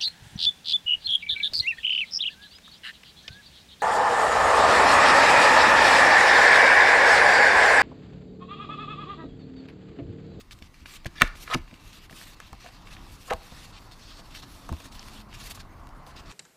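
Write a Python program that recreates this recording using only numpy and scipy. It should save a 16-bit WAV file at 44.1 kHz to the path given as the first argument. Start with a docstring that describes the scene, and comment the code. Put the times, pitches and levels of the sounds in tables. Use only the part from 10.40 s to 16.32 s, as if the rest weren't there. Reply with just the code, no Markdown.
"""An office: hands open a thin card folder close to the microphone while a car passes behind the windows.
Tabs popping out of slots are struck modes with a dry crack; scraping edges are noise through card resonances.
Flaps thump as low struck modes; fingers slide on the smooth card as strokes of shaped friction noise.
The street is filtered noise with two sagging engine tones, and decaying noise gives the folder its echo."""
import sys
import numpy as np
from scipy import signal
from scipy.fft import rfft, irfft, next_fast_len
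from scipy.io import wavfile
from scipy.ndimage import uniform_filter1d, map_coordinates

SR = 44100
rng = np.random.default_rng(int(sys.argv[2]) if len(sys.argv) > 2 else 0)


def boost_factor(decibels):
    """Convert a level in decibels to a linear amplitude factor."""
    exponent = np.asarray(decibels, float) / 20
    return 10 ** exponent


def output_pcm(signal):
    """Save a mono or channel-first signal as 16-bit PCM at the path in sys.argv[1].

    Samples are clipped to [-1, 1] before scaling.
    """
    pcm = np.clip(np.atleast_2d(signal).T, -1, 1) * 32767
    wavfile.write(sys.argv[1], SR, np.round(pcm).astype(np.int16))


N = 260959  # length in samples

# Microphone hiss spectrum. Each row: frequency in Hz, relative level in dB.
HISS_SPECTRUM = [(1180, -39), (2000, 10), (3100, -9), (4900, -6), (6520, -18), (13800, -14), (15700, -8)]
# Nearness of the traffic. Each row: time in seconds, tyre hiss level in dB.
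STREET_LEVEL = [(0, -66), (.4, -67), (.7, -61), (2.2, -61.5), (2.6, -53.5), (2.85, -61), (3.1, -57),
                (4.4, -56.5), (5.05, -54.5), (5.35, -54.5), (5.92, -52)]
# Low traffic rumble spectrum. Each row: frequency in Hz, relative level in dB.
RUMBLE_SPECTRUM = [(12, -31), (20, 2), (40, -0.5), (54, -7.5), (87, -7), (229, -15), (312, -16), (500, -29),
                   (650, -41), (1100, -120)]
# Tyre hiss spectrum. Each row: frequency in Hz, relative level in dB.
TYRE_SPECTRUM = [(240, -38), (400, -13.5), (669, -5), (906, -3.5), (1100, -2), (1950, -16), (2850, -30),
                 (3000, -22), (3900, -58), (6600, -120)]
# Engine notes of the car. Each row: start in seconds, length in seconds, starting frequency in Hz, level in dB.
ENGINE_NOTES = [(3.955, 0.56, 277.5, -61.5), (4.38, 0.59, 217.8, -56.5)]
# Decay of the room. Each row: frequency in Hz, time to fall 60 dB in seconds.
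OFFICE_DECAY = [(150, 0.43), (1500, 0.32), (5000, 0.18), (12000, 0.04)]
# Fingers and flaps sliding, short strokes over long holds. Each row: start in seconds, length in seconds,
# level at the stroke's end in dB, treble sheen relative to that level in dB, panel tone centre in Hz.
SLIDE_STROKES = [(0, 0.014, -51, -2.5, 3730), (0.111, 0.02, -49, -3, 3360), (.14, 0.054, -67, 2.5, 3100),
                 (0.216, 0.058, -58, -11, 2860), (0.337, 0.099, -60.5, -20, 2440),
                 (.458, 0.11, -50, -2, 2300), (0.58, 0.17, -63, -19, 2200),
                 (0.658, 0.0083, -40.5, -24, 2080), (0.818, 0.062, -48.5, -9, 2100),
                 (0.88, 0.17, -56, -14, 2070), (0.953, .04, -62, 8, 2400), (0.998, 0.041, -51.5, 3.5, 2640),
                 (1.045, 0.14, -55.5, -2, 3000), (1.197, .46, -60, -8, 2560),
                 (1.395, 0.15, -61.5, -1, 2600), (1.528, 0.059, -55, -1, 2700),
                 (1.623, 0.039, -57, -4.5, 2700), (1.695, 0.25, -55.5, 0, 3340),
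                 (1.757, 0.083, -54, 3, 3100), (1.958, 0.53, -60, -11, 3000), (1.998, 0.083, -56, -9, 3000),
                 (2.201, 0.09, -52.5, -9, 2700), (2.319, 0.037, -59, -4, 2700),
                 (2.452, 0.86, -57.5, -3.5, 2960), (2.505, 0.035, -49.5, -10.5, 2700),
                 (2.718, 0.042, -62.5, 7.5, 2840), (2.802, 0.087, -58.5, 4, 2900),
                 (3.015, .24, -55, -4, 3600), (3.323, 0.062, -53, -23, 3780),
                 (3.39, 1.1, -60.5, -4.5, 4160), (3.513, 0.023, -54.5, -4, 4300),
                 (3.59, 0.21, -53, -15, 4400), (3.697, .105, -64.5, 4, 4400), (3.904, .1, -53, -6, 3270),
                 (4.023, 0.016, -47, -11, 3350), (3.943, 0.031, -47, -3.5, 3000),
                 (4.038, 0.23, -64, 5.5, 4400), (4.283, 0.15, -57, -7.5, 3420),
                 (4.439, 0.026, -57, 7, 3450), (4.517, .3, -54, -3.5, 3930), (4.542, 0.022, -54.5, 3, 3500),
                 (4.887, 0.3, -59, -10, 3000), (4.939, 0.014, -44, -6, 2790), (4.958, .14, -52, -3, 3100),
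                 (4.998, 0.019, -47.5, -7, 3100), (5.037, 0.038, -53.5, 4, 3330),
                 (5.099, 0.018, -48, 6, 3850), (5.145, 0.012, -51.5, 2, 4070),
                 (5.194, 0.018, -48, -12, 4400), (5.395, .13, -75.5, -3, 3450),
                 (5.667, 0.31, -63, -8, 2460), (5.664, 0.051, -59, -2.5, 2340),
                 (5.762, 0.043, -50.5, -18, 2800), (5.858, .06, -55, -7, 4160),
                 (5.892, .03, -47.5, -18, 4400)]
# Broad body of the friction noise. Each row: frequency in Hz, relative level in dB.
SKIN_SPECTRUM = [(710, -33), (1200, 1.5), (1370, -5.5), (1800, -2), (2080, -4.5), (2260, -5), (2580, -1.5),
                 (4510, -1.5), (9000, -18), (11700, -37), (19800, -120)]
# Treble sheen of the friction noise. Each row: frequency in Hz, relative level in dB.
SHEEN_SPECTRUM = [(3530, -5), (6000, -4.5), (6910, -5.5), (10200, -7.5), (13100, -8), (14800, -14),
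                  (15700, -18)]
# A flap pushed or let go. Each row: start in seconds, peak level in dB, pitch in Hz.
FLAP_THUMPS = [(.139, -43, 48), (0.218, -45, 255), (0.221, -36.5, 69), (0.418, -39.5, 60),
               (0.656, -30, 402), (0.662, -23, 109), (0.814, -27, 340), (0.819, -16, 171),
               (0.831, -23.5, 370), (0.831, -22, 35.4), (.949, -37, 40.5), (1.145, -22, 298),
               (1.153, -20.5, 223), (1.16, -23, 86), (1.193, -33, 35.6), (1.328, -37.5, 200),
               (1.709, -46, 99), (1.73, -35.5, 128), (2.123, -38, 63.5), (2.7, -41, 57.6),
               (2.913, -28, 445), (2.937, -30, 60), (3.119, -35, 80.5), (4.294, -32.5, 120),
               (4.316, -20.5, 74), (4.327, -39, 450), (4.33, -29.5, 75), (4.455, -39, 120),
               (4.551, -36.5, 45), (5.177, -44, 91)]
# Modes of the whole flap flexing. Each row: frequency in Hz, relative level in dB, time to fall 60 dB in seconds.
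FLAP_MODES = [(31.4, -17, 0.36), (48, -7.5, 0.088), (75, -6, .1), (120, 1.5, 0.045), (174, 3.5, 0.046),
              (245.4, 4, 0.06), (334.5, -1.5, 0.092), (477, 1.5, 0.055), (616, 18, 0.018)]
# Modes of the card's small panels. Each row: frequency in Hz, relative level in dB,
# share of the contact's 60 dB decay time (a ratio).
PANEL_MODES = [(498, 7, 2.4), (686, -1, 2.6), (760, 3.5, 1.6), (923, -0.5, 0.98), (1080, 3.5, 0.96),
               (1250, 5, 0.61), (1490, 1, 0.83), (1750, 5.5, 0.69), (1980, 5.5, 0.46), (2300, 8, 0.7),
               (2700, 8.5, 0.54), (3100, 2.5, 1.06), (3600, 6.5, 0.83), (4400, 8, 1.3), (5300, 9, 0.47),
               (6500, 6, 0.81)]
# An edge dragged through its slot until it lets go. Each row: start in seconds, length in seconds,
# level at release in dB, resonance centre in Hz.
SLOT_SCRAPES = [(0.754, 0.038, -45.5, 1780), (.798, 0.02, -34.5, 2070), (1.061, 0.042, -45.5, 1570),
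                (1.1, 0.042, -27, 1180), (1.134, 0.012, -23.5, 2500), (2.878, 0.034, -42.5, 990),
                (2.898, 0.011, -32.5, 1500), (2.911, 0.021, -27, 875)]
# Contacts of card on card. Each row: start in seconds, peak level of the ring in dB, pitch in Hz,
# peak of the crack relative to the ring in dB.
CARD_SNAPS = [(.11, -36, 2340, 2.5), (.224, -34.5, 2930, 0), (.343, -44, 2460, 3), (.458, -28, 2010, -17),
              (.647, -36, 4030, 4), (.659, -26, 1800, 1.5), (.665, -29, 1840, 5), (.812, -11, 1780, -10),
              (.819, 4.5, 1770, 2), (.954, -38, 1640, -11), (1.077, -27, 1490, -15),
              (1.148, -14.5, 1280, -26), (1.278, -41.5, 2320, -12), (1.311, -40, 1980, -10),
              (1.341, -38, 2580, 0), (1.697, -37, 1980, -15), (1.71, -44, 686, 12), (1.727, -35, 1750, -3),
              (1.813, -34.5, 1770, -13), (2.002, -31, 1610, 5), (2.13, -33.5, 1080, 4.5),
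              (2.245, -40.5, 750, -7), (2.259, -38.5, 814, -15), (2.263, -34.5, 1750, -2),
              (2.287, -42, 910, -8), (2.472, -37, 2330, -4), (2.55, -43, 3600, -12),
              (2.567, -36.5, 1750, -12), (2.901, -36, 1250, -2), (2.908, -16.5, 1250, -4),
              (2.913, -16, 760, -30), (2.935, -23.5, 990, 4.5), (3.01, -50, 4500, -7), (3.12, -41, 860, 4),
              (3.521, -41, 3870, -1), (3.771, -42, 4840, -17), (3.79, -43.5, 706, -21),
              (3.95, -36.5, 2700, 5), (4.033, -37.5, 1070, -7), (4.291, -27, 1040, 0.5),
              (4.326, -31.5, 1000, 5), (4.403, -37, 1080, 5), (4.455, -40.5, 1900, -6),
              (4.486, -47, 5300, -4), (4.525, -43, 3400, 6), (4.552, -40, 3460, -9),
              (4.594, -31, 5300, -15), (4.685, -46, 6500, 15), (4.784, -55, 1060, -6),
              (4.928, -35.5, 2700, -12), (5.11, -34.5, 3300, 6.5), (5.118, -34, 3300, 1),
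              (5.175, -39, 1080, 1), (5.471, -43.5, 1050, 8.5), (5.491, -51, 5300, 13),
              (5.666, -40.5, 900, 4), (5.766, -40, 1270, -14)]

CONTROL_STEP = 64  # samples between stroke power values
# rumble: level over the mean tyre hiss, share of the hiss's swings in dB, its own surges
RUMBLE_DB, RUMBLE_FOLLOWS, RUMBLE_SURGE_DB = 9.5, 0.48, 0.83
SAG_HZ_PER_S = 7.3  # fall of the engine notes
REST_DB, REST_SHEEN_DB, REST_HZ = -69, -1, 3000  # hands just holding the card
# strokes and drags: swell from start to end, onset, time to fall 20 dB after the end
STROKE_SWELL_DB, STROKE_RISE_S, STROKE_STOP_S = 2, 0.0096, 0.015
DRAG_SWELL_DB, DRAG_RISE_S, DRAG_STOP_S = 7, 0.004, 0.005
# broad rasp beside the panel tone: level at a 1 kHz centre, gain as the centre rises, sheen within the rasp
RASP_DB, RASP_DB_PER_OCTAVE, RASP_SHEEN_DB = -11, 9, -14.5
# 60 dB decay time of a contact at the stated pitch, before each panel's share; lower ones ring longer by the power
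RING_S, RING_HZ, RING_LAW = 0.025, 1750, 0.49
# drive lost per octave from the pitch for a -21 dB contact; growth per dB, as harder ones favour one panel
FOCUS_DB_PER_OCTAVE, FOCUS_GROWS = 17.5, 0.12


def unit(x):
    """Normalisation: the signal is scaled to rms 1."""
    return x / np.sqrt(np.mean(x ** 2) + 1e-20)


def along(points, hz):
    """Logarithmic frequency axis: (Hz, value) points are interpolated upon it."""
    point_hz, value = np.transpose(points)
    return np.interp(np.log(hz + 1), np.log(point_hz + 1), value)


def curves(rows):
    """Linear interpolation: each column after the time becomes one value per sample."""
    s, *columns = np.transpose(rows)
    return [np.interp(np.arange(N) / SR, s, column) for column in columns]


def full(control):
    """Linear interpolation: a control given every CONTROL_STEP samples becomes one value per sample."""
    return np.interp(np.arange(N), CONTROL_STEP * np.arange(len(control)), control)


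def wobble(rate):
    """Random modulation: a smooth curve through normal random knots, rate of them a second."""
    return map_coordinates(rng.standard_normal(N // 8), [np.arange(N) * rate / SR])


def filtered(x, response):
    """Linear filtering: the spectrum is multiplied by a response of frequency, then scaled to rms 1."""
    size = next_fast_len(N + 4096)
    spectrum = rfft(x, size) * response(np.fft.rfftfreq(size, 1 / SR))
    return unit(irfft(spectrum, size)[:N])


def rush(spectrum, patchy_db, grain_db=0):
    """Coloured noise: random gain over patches of time and frequency, a grainy envelope, rms 1."""
    grains = rng.standard_normal(N) * boost_factor(grain_db * wobble(900))
    _, _, z = signal.stft(grains, SR, nperseg=512)
    patches = uniform_filter1d(rng.standard_normal(z.shape), size=8, axis=0)
    patches = unit(uniform_filter1d(patches, size=8, axis=1))
    patchy = signal.istft(z * boost_factor(patchy_db * patches), nperseg=512)[1][:N]
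    return filtered(patchy, lambda f: boost_factor(along(spectrum, f)))


def struck(t, hz, db, t60, pitch_hz, slope_db, luck):
    """Modal synthesis: modes near the pitch are driven most; the card's bend retunes them per blow. Peak 1."""
    octaves_away = np.abs(np.log2(hz / pitch_hz))
    drive = boost_factor(db - slope_db * octaves_away + 2 * luck[0])
    swing = np.sin(2 * np.pi * hz * (1 + 0.031 * luck[1]) * t + 0.9 * luck[2])
    rise = 1 - np.exp(-t * pitch_hz * 3)  # the contact lasts a part of a cycle
    ring = rise * (drive * boost_factor(-60 * t / t60) * swing).sum(axis=0)
    return ring / np.abs(ring).max()


def shaken(centre_hz, slope_db, width, grain_db):
    """Forced resonance: dense slips shake the card's panels, most those near a moving centre; rms 1."""
    slips = rng.standard_normal(N) * boost_factor(grain_db * wobble(600))
    out, power = np.zeros(N), np.zeros(N)
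    for hz, db, _ in PANEL_MODES:
        weight = boost_factor(db - slope_db * np.abs(np.log2(hz / centre_hz)))
        # two equal resonators in series; width is a fraction of the mode's frequency
        out += weight * filtered(slips, lambda f: (1j * f * hz / (hz * hz - f * f + 1j * f * width * hz)) ** 2)
        power += weight ** 2
    return unit(out / np.sqrt(power))


def strokes(rows, swell_db, rise_s, stop_s):
    """Friction envelope: power of each (start, length, dB) row; quick onset, swell to its end, then decay."""
    start, length, db = np.transpose(rows)[:3, :, None]
    t = np.arange(0, N + CONTROL_STEP, CONTROL_STEP) / SR - start
    swell = swell_db * (np.minimum(t / length, 1) - 1)
    fall = 20 * np.clip(t - length, 0, None) / stop_s
    onset = np.clip(t / rise_s + 0.5, 0, 1)
    return onset ** 2 * boost_factor(2 * (db + swell - fall))


def microphone_hiss():
    """Self-noise: a steady coloured noise of the microphone."""
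    return boost_factor(-69.5) * rush(HISS_SPECTRUM, patchy_db=3.0)


def street():
    """Transmission through glass: low rumble, tyre hiss near 1 kHz and two brief, sagging engine notes."""
    tyre_db, = curves(STREET_LEVEL)
    mean_db = tyre_db.mean()
    rumble_db = mean_db + RUMBLE_DB + RUMBLE_FOLLOWS * (tyre_db - mean_db)
    out = boost_factor(rumble_db + RUMBLE_SURGE_DB * wobble(4.17)) * rush(RUMBLE_SPECTRUM, patchy_db=-0.73)
    out += boost_factor(tyre_db + wobble(4.96)) * rush(TYRE_SPECTRUM, patchy_db=1.0)
    for s, length, hz, db in ENGINE_NOTES:
        t = np.arange(round(length * SR)) / SR
        level = np.sqrt(2) * boost_factor(db + 1.8 * wobble(9.5)[:len(t)])
        note = level * np.sin(2 * np.pi * (hz - SAG_HZ_PER_S * t / 2) * t)
        out[round(s * SR):][:len(t)] += signal.windows.tukey(len(t), 0.3) * note
    return out


def office(x):
    """Reverberation: convolution with noise in which each frequency dies at its own speed."""
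    hz, t, z = signal.stft(rng.standard_normal(SR // 2), SR, nperseg=256)
    decay = boost_factor(-60 * t / along(OFFICE_DECAY, hz)[:, None])
    tail = signal.istft(z * decay, SR, nperseg=256)[1]
    delayed = np.pad(x, (200, 0))  # samples
    return signal.fftconvolve(delayed, tail / np.linalg.norm(tail))[:N]


def sliding():
    """Sliding friction: skin and card rub in strokes; body, panel tone and treble sheen share the grip."""
    power = strokes(SLIDE_STROKES, STROKE_SWELL_DB, STROKE_RISE_S, STROKE_STOP_S)
    sheen_db, hz = np.transpose(SLIDE_STROKES)[3:]
    rest = boost_factor(2 * REST_DB)
    total = power.sum(axis=0) + rest
    sheen = np.sqrt(boost_factor(2 * sheen_db) @ power + rest * boost_factor(2 * REST_SHEEN_DB))
    grip = boost_factor(0.83 * wobble(40) + 0.41 * wobble(120))
    centre_hz = full((hz @ power + REST_HZ * rest) / total)
    panel = shaken(centre_hz, slope_db=16.5, width=0.14, grain_db=2)
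    # fibres catch now and then, 60 a second on average
    grit = (rng.random(N) < 60 / SR) * rng.exponential(1, N) * rng.choice([-1, 1], N)
    panel += boost_factor(-5) * filtered(grit, lambda f: (1j * f * 2800 / (2800 ** 2 - f * f + 1j * f * 3500)) ** 2)
    body = full(np.sqrt(total)) * (rush(SKIN_SPECTRUM, patchy_db=2.5, grain_db=0.5) + boost_factor(-5.5) * panel)
    treble = full(sheen) * boost_factor(1.5 * wobble(25)) * rush(SHEEN_SPECTRUM, patchy_db=2.6, grain_db=0.5)
    return grip * (body + treble)


def thumps():
    """Flexural vibration: the bending flaps push the air in low, short-lived modes."""
    out, t = np.zeros(N + SR), np.arange(SR // 4) / SR
    hz, flap_db, t60 = np.transpose(FLAP_MODES)[:, :, None]
    scatter = rng.standard_normal((len(FLAP_THUMPS), 3, len(FLAP_MODES), 1))
    for (s, db, pitch_hz), luck in zip(FLAP_THUMPS, scatter):
        push = struck(t, hz, flap_db, t60, pitch_hz, 10.7, luck)
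        out[round(s * SR):][:len(t)] += boost_factor(db) * push
    return out[:N]


def scrapes():
    """Friction-driven resonance: an edge rasps through its slot, louder as it nears release."""
    power = strokes(SLOT_SCRAPES, DRAG_SWELL_DB, DRAG_RISE_S, DRAG_STOP_S) + 1e-14
    hz = np.transpose(SLOT_SCRAPES)[3]
    total = power.sum(axis=0)
    centre_hz = full(hz @ power / total)
    rasp = rush(SKIN_SPECTRUM, patchy_db=-7.5, grain_db=3.0)
    rasp += boost_factor(RASP_SHEEN_DB) * rush(SHEEN_SPECTRUM, patchy_db=5.0, grain_db=-2.0)
    rasp *= boost_factor(RASP_DB + RASP_DB_PER_OCTAVE * np.log2(centre_hz / 1000))
    return full(np.sqrt(total)) * (shaken(centre_hz, slope_db=15, width=0.17, grain_db=2.0) + rasp)


def snaps():
    """Impact excitation: each contact rings the card's panels and gives a short dry crack."""
    out, t = np.zeros(N + SR), np.arange(SR // 8) / SR
    hz, card_db, share = np.transpose(PANEL_MODES)[:, :, None]
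    scatter = rng.standard_normal((len(CARD_SNAPS), 3, len(PANEL_MODES), 1))
    edge = signal.butter(1, [1000, 4500], "bandpass", fs=SR)
    bursts = rng.standard_normal((len(CARD_SNAPS), len(t))) + 6 * (t == 0)  # noise led by a click
    cracks = signal.lfilter(*edge, bursts * boost_factor(-60 * t / 0.0066))
    for (s, db, pitch_hz, crack_db), luck, crack in zip(CARD_SNAPS, scatter, cracks):
        t60 = RING_S * (RING_HZ / pitch_hz) ** RING_LAW * share
        focus = FOCUS_DB_PER_OCTAVE + FOCUS_GROWS * (db + 21)
        ring = struck(t, hz, card_db, t60, pitch_hz, focus, luck)
        crack = boost_factor(crack_db) * crack / np.abs(crack).max()
        out[round(s * SR):][:len(t)] += boost_factor(db) * (ring + crack)
    return out[:N]


def scene():
    """Superposition: street, sliding, thumps and folder add; only snaps and scrapes excite the room."""
    folder = snaps() + scrapes()
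    echo = boost_factor(-22.5) * office(folder)
    mix = street() + sliding() + thumps() + echo + folder
    return mix[None]


def low_pass(x):
    """Removes everything above the highest recorded frequency."""
    return signal.sosfilt(signal.butter(12, 16620, fs=SR, output="sos"), x)


def record(dry):
    """Superposition and saturation: microphone hiss is added and the loudest pop overloads softly."""
    x = dry + microphone_hiss()
    # a steep low-pass: the highest treble is missing
    x = signal.sosfilt(signal.ellip(6, 0.5, 24, 15500, fs=SR, output="sos"), x)
    x = x / (1 + np.abs(x / 0.88) ** 4) ** (1 / 4)  # levels off towards 0.88
    return low_pass(x)


dry = scene()
out = record(dry)
output_pcm(out)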